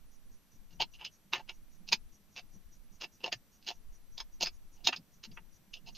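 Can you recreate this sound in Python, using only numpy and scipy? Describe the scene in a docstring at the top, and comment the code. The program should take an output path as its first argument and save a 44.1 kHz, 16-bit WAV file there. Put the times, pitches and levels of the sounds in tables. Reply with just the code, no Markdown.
"""Thin hiss, then within a second the close crunch of a barn owl biting an empty eggshell.
The microphone is a nest camera's, inside the wooden box with her and her newly hatched chick.
Each bite is a quick run of brittle cracks and gritty scrapes that flutter between the walls.
She shuffles softly on the litter. Behind her is the camera's own noise: the hiss,
a pulsing buzz, a low flutter and a thin whine."""
import sys
import numpy as np
from scipy.fft import rfft, irfft, next_fast_len
from scipy.io import wavfile
from scipy.ndimage import map_coordinates

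SR = 44100
rng = np.random.default_rng(int(sys.argv[2]) if len(sys.argv) > 2 else 0)


def file_out(sig):
    """Save sig as 16-bit WAV at sys.argv[1]."""
    # one column per channel
    cols = np.atleast_2d(sig).T
    # limit, then scale
    lim = np.clip(cols, -1, 1)
    pcm = np.round(lim * 32767).astype(np.int16)
    wavfile.write(sys.argv[1], SR, pcm)


N = 263277

# Strokes of the beak on the shell; knock, body and bright tint the lows, mids and treble:
# middle_s, half_length_s, scrape_db, knock_db, body_db, bright_db, piece_hz, floor_hz
BITES = [(0.723, .015, -52.5, -12, 6, -3, 2900, 800), (0.804, 0.004, -24.5, -12, -10, -16.5, 2940, 890),
         (0.819, .008, -17.5, -20.5, -6, -14, 4400, 910), (0.949, .01, -42.5, -30, -15, -14, 2870, 800),
         (1.014, .022, -34, -17.5, 1, -20.5, 2850, 950), (1.065, .013, -31.5, -31.5, -11.5, -15, 3030, 600),
         (1.352, 0.017, -22.5, -17.5, 6, -14.5, 2820, 970), (1.386, 0.021, -33, -4, 9, -10, 2830, 870),
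         (1.5, 0.016, -39, -16, 2, -16, 2820, 900), (1.885, .012, -40, -14.5, -7, -1.5, 2750, 680),
         (1.933, 0.0074, -18.5, -20, -1, -8, 2450, 935), (2.381, .019, -30.5, -16.5, 0.5, -8.5, 2600, 665),
         (3.029, .017, -27.5, -15, 4.5, -6, 2825, 676), (3.233, 0.024, -44.5, -12, -5, -14.5, 2960, 446),
         (3.271, 0.014, -27, -3, 7.5, -6, 2730, 690), (3.329, 0.0081, -30.5, -20, 5.5, -11.5, 4930, 690),
         (3.635, 0.018, -49.5, -31, -1, -2, 2850, 805), (3.696, .022, -26.5, -11.5, 0, -7, 2830, 720),
         (4.184, .007, -36.5, -16, -2.5, -3, 3540, 750), (4.207, 0.0099, -35.5, -14, 6.5, -8, 5250, 955),
         (4.423, 0.014, -20, -15, -1.5, -0.5, 2800, 636), (4.468, .016, -27, -23, 3.5, -8.5, 4810, 650),
         (4.794, .035, -53, -6.5, -2.5, -11.5, 2840, 800), (4.859, 0.012, -25, -35, -8.5, -6.5, 3730, 692),
         (4.89, .008, -22, -11, 2.5, -11, 2660, 675), (4.937, 0.0089, -28, -21, 5.5, -20, 2700, 840),
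         (4.969, 0.0045, -38, -27, -7, -9.5, 4900, 670), (5.246, 0.011, -34.5, -21, 3.5, -2.5, 2900, 390),
         (5.321, .006, -52, -41, -6, -11, 4800, 800), (5.384, 0.00575, -43.5, -9, 10, -37, 2635, 930),
         (5.759, 0.019, -39, -22, -12.5, -14.5, 2890, 560), (5.882, .016, -36.5, -15.5, -8, -5, 2760, 780),
         (5.96, 0.0085, -38.5, -31, -8, -2.5, 2860, 505)]
# Sharp cracks, each coloured by the nearest bite: time_s, level_db, knock_db
CRACKS = [(0.8047, -19.5, -12), (0.8212, -21.5, -22.5), (1.0494, -28, -42), (1.3288, -30.5, -13),
          (1.3341, -16, -16), (1.4942, -29.5, -24), (1.8883, -31, -31), (1.9243, -16, -16.5),
          (1.9291, -11, -23), (2.371, -36, -42), (3.0124, -34.5, -26), (3.043, -28.5, -12),
          (3.2421, -20, -14), (3.2616, -30, -7), (3.3266, -20, -21), (3.6673, -36.5, -43),
          (3.6771, -29.5, -32), (3.6877, -24, -21), (4.1796, -32.5, -14), (4.203, -28.5, -19),
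          (4.4111, -27, -6.5), (4.427, -18.5, -13), (4.4316, -19.5, -9), (4.4494, -29, -52),
          (4.4605, -26.5, -28), (4.4713, -24.5, -21), (4.8728, -9, -22), (4.8865, -21, -14.5),
          (4.9299, -23.5, -23), (4.9635, -31, -27), (5.2372, -39.5, -20.5), (5.3167, -50, -38),
          (5.3744, -36, -14), (5.7394, -31, -59)]
# Colour of the crunch through the camera: breaking shell up to 7 kHz, plus a thin sizzle near 14 kHz that rides
# with it: frequency_hz, gain_db
CRUNCH_COLOUR = [(100, -21.5), (220, -8), (400, -3), (850, 0.5), (1300, -5.5), (2000, -5), (2700, 3.5),
                 (3900, 0), (5000, 2.5), (5600, -5), (6750, -7.5), (7200, -29.5), (12500, -47.5),
                 (14300, -18), (15500, -35)]
# Resonances of the nest box: pitch_hz, width_hz, gain_db
BOX_RESONANCES = [(372, 60, 7), (740, 130, 4), (918, 70, 8), (1770, 60, 3), (2280, 70, 4), (2612, 80, 3),
                  (2790, 150, 3), (3320, 70, 3), (4060, 70, 3), (5102, 60, 4), (6315, 60, 4), (6560, 60, 3)]
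# Balance of the crunch at the microphone: frequency_hz, left_over_right_db
CRUNCH_BALANCE = [(100, 10.5), (380, 3.5), (680, 1.5), (950, 0.5), (1300, -0.5), (2900, -2.5), (3350, 4),
                  (3600, 0), (3900, -1.5), (4650, -3), (5200, -0.5), (5500, -1), (12000, -1.1)]
# The owl shifts her weight: middle_s, level_db
WEIGHT_SHIFTS = [(0.3, -70.5), (0.76, -72), (1.81, -65), (2.57, -67.5), (5.0, -65), (5.32, -63.5),
                 (5.6, -67), (5.87, -65.5)]
# Soft footfalls: start_s, level_db, pitch_hz
FOOTFALLS = [(0.807, -48.5, 181), (1.933, -50.5, 235.4), (3.351, -51.5, 122), (4.879, -42.5, 257),
             (5.275, -49, 219), (5.318, -55.5, 190)]
# Colour of pressed litter: frequency_hz, gain_db
LITTER_COLOUR = [(50, -25), (110, -3), (200, 3.5), (260, -8), (380, -15.5), (1000, -33.5), (3000, -60)]
# Colour of the camera's hiss: frequency_hz, gain_db
HISS_COLOUR = [(20, -6), (45, -4), (75, -6), (220, -5), (400, -15), (650, -17), (1900, -21), (3500, -22.5),
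               (9000, -26), (14000, -27.5), (15000, -28), (15500, -42)]
# How alike the hiss is left and right: frequency_hz, correlation
HISS_LIKENESS = [(60, 0.12), (180, 0.44), (550, 0.65), (1650, 0.62), (4970, 0.26), (15000, 0.35)]
# Colour of the camera's buzz: frequency_hz, gain_db
BUZZ_COLOUR = [(2000, -50), (4500, -12), (5500, -10.5), (5900, 10), (6200, -12), (6570, 3), (6900, -10.5),
               (7300, -37.5), (14000, -32), (14800, -15), (15300, -42)]
# Fits of flutter in the camera's supply: start_s, end_s, channel (0 left, 1 right)
FLUTTER_FITS = [(0, .37, 1), (.55, 1.0, 0), (1.42, 1.92, 1), (1.97, 2.13, 0), (2.42, 2.76, 0),
                (2.76, 3.01, 1), (3.76, 4.76, 0), (4.22, 4.85, 1), (5.28, 5.54, 0), (5.71, 5.97, 1)]
# Centre of the whine: time_s, pitch_hz
WHINE_PITCH = [(0, 11900), (.42, 11500), (.75, 12600), (1.15, 11460), (1.65, 12600), (2.17, 11550),
               (2.8, 12420), (3.55, 11970), (5.15, 12010), (5.97, 12600)]


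def eggshell(level_window_s=0.0015, size=6144, lead_samples=2048):
    """Close to the microphone, every bite scrapes the shell and may crack it; the box answers."""
    out = np.zeros((2, N + 2 * size))
    t, hz = np.arange(size) / SR, np.fft.rfftfreq(size, 1 / SR)
    since = t - t[lead_samples]
    box, crunch_db = nest_box(hz), along(CRUNCH_COLOUR, hz)
    # As a bite goes on it presses the shell onto the floor: more knock, less treble.
    knock_db_per_s, dulling_db_per_s = 263, 110

    def add(time_s, level_db, knock_db, bite, force):
        """Shell on the floor knocks low, a splinter is bright; piece and floor each ring."""
        middle_s, _, _, _, body_db, bright_db, piece_hz, floor_hz = bite
        bright_db -= dulling_db_per_s * (time_s - middle_s)
        tint = [(950, knock_db + 12.5), (1300, body_db), (2000, body_db),
                (2600, 0), (3200, 0), (4200, bright_db + 10.5)]
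        ring_db = 8 * bell(hz - piece_hz, 0.088 * piece_hz) + 7 * bell(hz - floor_hz, 150)
        colour = causal(crunch_db + along(tint, hz) + ring_db)
        sound = unit_energy(irfft(rfft(force) * colour * box * reflections(t)))
        out[:, round(time_s * SR):][:, :size] += amp(level_db) * np.sqrt(SR * level_window_s) * sound

    for bite in BITES:
        middle_s, half_s, scrape_db, knock_db = bite[:4]
        for late_s in (-half_s / 2, half_s / 2):  # the beak grips, then presses
            scrape = scraping(since, 0.65 * half_s)
            add(middle_s + late_s, scrape_db - 2.5, knock_db + knock_db_per_s * late_s, bite, scrape)
    for time_s, level_db, knock_db in CRACKS:
        bite = min(BITES, key=lambda row: abs(row[0] - time_s))
        add(time_s, level_db, knock_db, bite, fracture(since))
    crunch = out[:, lead_samples:][:, :N]
    return filtered(crunch, lambda f: amp(np.outer([.5, -.5], along(CRUNCH_BALANCE, f))))


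def fracture(t, crumbs_db=2, snap_s=0.00093, lead_s=0.0026, crumble_s=.0045):
    """The shell tears in a short snap at t = 0; tiny cracks build up before it and die away after."""
    snap = grit(bell(t - snap_s, snap_s), spiky=0.44)
    strain = np.exp(np.where(t < 0, t / lead_s, -t / crumble_s))
    return snap + amp(crumbs_db) * grit(strain, spiky=0.73)


def scraping(t, half_s, clump_db=5.5, clump_s=.002):
    """The beak slips over the shell in catches, each a little clump of tiny fractures."""
    knots = rng.standard_normal(int((t[-1] - t[0]) / clump_s) + 2)
    catches_db = clump_db * np.interp((t - t[0]) / clump_s, np.arange(len(knots)), knots)
    return grit(amp(catches_db) * bell(t, half_s), spiky=0.96)


def grit(strain, spiky):
    """A cloud of tiny fractures of very unequal size, energy 1."""
    grains = strain * rng.standard_normal(len(strain))
    sizes = np.exp(spiky * rng.standard_normal(len(strain)))
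    return unit_energy(grains * sizes)


def nest_box(hz, reflection=0.28, round_trip_s=.00568):
    """The box rings at its resonances, and sound bounces to and fro between two facing walls."""
    ring = 1 + sum((amp(db) - 1) * 1j * hz * width / (pitch ** 2 - hz ** 2 + 1j * hz * width)
                   for pitch, width, db in BOX_RESONANCES)
    return ring / (1 - reflection * np.exp(-2j * np.pi * hz * round_trip_s))


def reflections(t, mid_db=-8, side_db=-16, t60_s=.052):
    """Direct sound and a short stereo wash off the walls, new for each place of the beak."""
    envelope = amp(-60 * t / t60_s) * (1 - np.exp(-t / 0.0047))
    mid, side = rng.standard_normal((2, len(t))) * envelope
    wash = amp(mid_db) * unit_energy(mid) + amp(side_db) * np.outer([1, -1], unit_energy(side))
    return rfft((t == 0) + wash)


def shuffling(resting_db=-77.5, push_half_s=0.043, tug_db=-41.5, tug_lag_s=.006, step_t60_s=.14):
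    """Feet and belly press the litter in soft, uneven bumps as she bites, shifts and steps."""
    tugs = [(time_s + tug_lag_s, db + tug_db) for time_s, _, db, *_ in BITES]  # bites tug at her body
    coarse_s = np.arange(0, N, 64) / SR
    power = amp(resting_db) ** 2 + sum((amp(db) * bell(coarse_s - time_s, push_half_s)) ** 2
                                       for time_s, db in WEIGHT_SHIFTS + tugs)
    pressure = np.interp(np.arange(N) / SR, coarse_s, np.sqrt(power))
    out = pressure * amp(4.9 * wobble(27)) * noise(LITTER_COLOUR)
    t = np.arange(SR // 5) / SR
    for start_s, level_db, pitch_hz in FOOTFALLS:
        envelope = amp(level_db - 60 * t / step_t60_s) * (1 - np.exp(-t / 0.0013))
        out[round(start_s * SR):][:len(t)] += envelope * np.sin(2 * np.pi * pitch_hz * t)
    return out


def camera_hiss(treble_db):
    """The camera's steady noise floor, partly shared by the two channels."""
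    def spread(hz):
        return np.arccos(np.clip(along(HISS_LIKENESS, hz), -1, 1)) / 2

    mid = filtered(noise(HISS_COLOUR), lambda hz: np.cos(spread(hz)))
    side = filtered(noise(HISS_COLOUR), lambda hz: np.sin(spread(hz)))
    treble_rms = np.std(filtered(mid, lambda hz: hz > 400))
    return amp(treble_db) * np.array([mid + side, mid - side]) / treble_rms


def camera_buzz(first_s, length_s, buzz_db, thud_db, tone_db, period_s=.2003, tone_hz=5875):
    """The electronics buzz and thud in short bursts, five a second, over a faint steady tone."""
    t = np.arange(N) / SR
    offset_s = (t - first_s + period_s / 2) % period_s - period_s / 2
    bursts = np.exp(-(2 * offset_s / length_s) ** 4)
    thud_gain = amp(thud_db + 3.4 * wobble(7.3))
    thud = thud_gain * noise([(20, -6.0), (60, 2.5), (110, -7.0), (300, -54.5), (1000, -91.5)])
    buzz = amp(buzz_db + wobble(4)) * noise(BUZZ_COLOUR)
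    return bursts * (buzz + thud) + amp(tone_db) * np.sin(2 * np.pi * tone_hz * t)


def camera_supply(flutter_db, rumble_db, whine_db, flutter_hz=14, swing_hz=1300):
    """The supply flutters in fits: a low throb to one side, a rumble, and a whine swept by the throb."""
    t = np.arange(N) / SR
    calm_depth, edge_s = 0.12, 0.025
    depth = np.full((2, N), calm_depth)
    for start_s, end_s, channel in FLUTTER_FITS:
        fit = np.clip(np.minimum(t - start_s, end_s - t) / edge_s + .5, 0, 1)
        depth[int(channel)] += (1 - calm_depth) * fit
    deepest = depth.max(axis=0)
    flutter = depth * sine(flutter_hz * np.exp(.45 * np.array([wobble(30), wobble(30)])))
    rumble_colour = [(10, 0), (22, -4.0), (45, -16.0), (90, -24.5), (400, -70.0)]
    rumble = deepest ** 0.76 * np.array([noise(rumble_colour), noise(rumble_colour)])
    sweep = (depth * flutter).sum(axis=0) / np.maximum(1, np.linalg.norm(depth, axis=0))
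    jitter_hz = (60 + 330 * deepest) * wobble(70) + 90 * wobble(500)
    whine = sine(np.interp(t, *np.transpose(WHINE_PITCH)) + swing_hz * sweep + jitter_hz)
    rumble_gain = amp(rumble_db + 4.7 * wobble(9.7))
    return amp(whine_db) * whine + amp(flutter_db) * flutter + rumble_gain * rumble


def amp(db):
    """Decibels to gain."""
    return 10 ** (np.asarray(db) / 20)


def bell(x, half_width):
    """A smooth hump, 1 at x = 0 and 1/e at half_width."""
    return np.exp(-(x / half_width) ** 2)


def sine(hz):
    """A tone that follows a moving pitch."""
    return np.sin(2 * np.pi * np.cumsum(hz, axis=-1) / SR)


def unit_energy(x):
    """x at energy 1."""
    return x / np.sqrt(np.sum(x ** 2) + 1e-20)


def along(points, hz):
    """(frequency_hz, value) points read on a log axis."""
    point_hz, values = np.transpose(points)
    return np.interp(np.log(hz + 1), np.log(point_hz + 1), values)


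def wobble(rate):
    """A smooth random curve, rate knots a second."""
    coarse = np.arange(0, N + 32, 32)
    knots = rng.standard_normal(int(N * rate / SR) + 4)
    return np.interp(np.arange(N), coarse, map_coordinates(knots, [coarse * rate / SR]))


def filtered(x, response):
    """x through a response of frequency."""
    size = next_fast_len(N + SR // 2)
    return irfft(rfft(x, size) * response(np.fft.rfftfreq(size, 1 / SR)), size)[..., :N]


def noise(colour):
    """Noise of rms 1, coloured by (frequency_hz, gain_db) points."""
    size = next_fast_len(N)
    gain = amp(along(colour, np.fft.rfftfreq(size, 1 / SR)))
    x = irfft(rfft(rng.standard_normal(size)) * gain, size)[:N]
    return x / np.sqrt(np.mean(x ** 2) + 1e-20)


def causal(db):
    """Minimum-phase response with the given gain at each frequency."""
    cepstrum = irfft(np.log(amp(db)))
    half = len(cepstrum) // 2
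    cepstrum[1:half] *= 2
    cepstrum[half + 1:] = 0
    return np.exp(rfft(cepstrum))


def scene():
    """Inside the nest box: the owl close to the microphone, over the camera's own noise."""
    buzz = camera_buzz(first_s=.142, length_s=0.056, buzz_db=-69.5, thud_db=-70.5, tone_db=-83)
    supply = camera_supply(flutter_db=-48.5, rumble_db=-58, whine_db=-77)
    return eggshell() + shuffling() + camera_hiss(treble_db=-74) + buzz + supply


def record(dry):
    """The camera keeps nothing above its band limit."""
    return filtered(dry, lambda hz: hz < 15600)


dry = scene()
out = record(dry)
file_out(out)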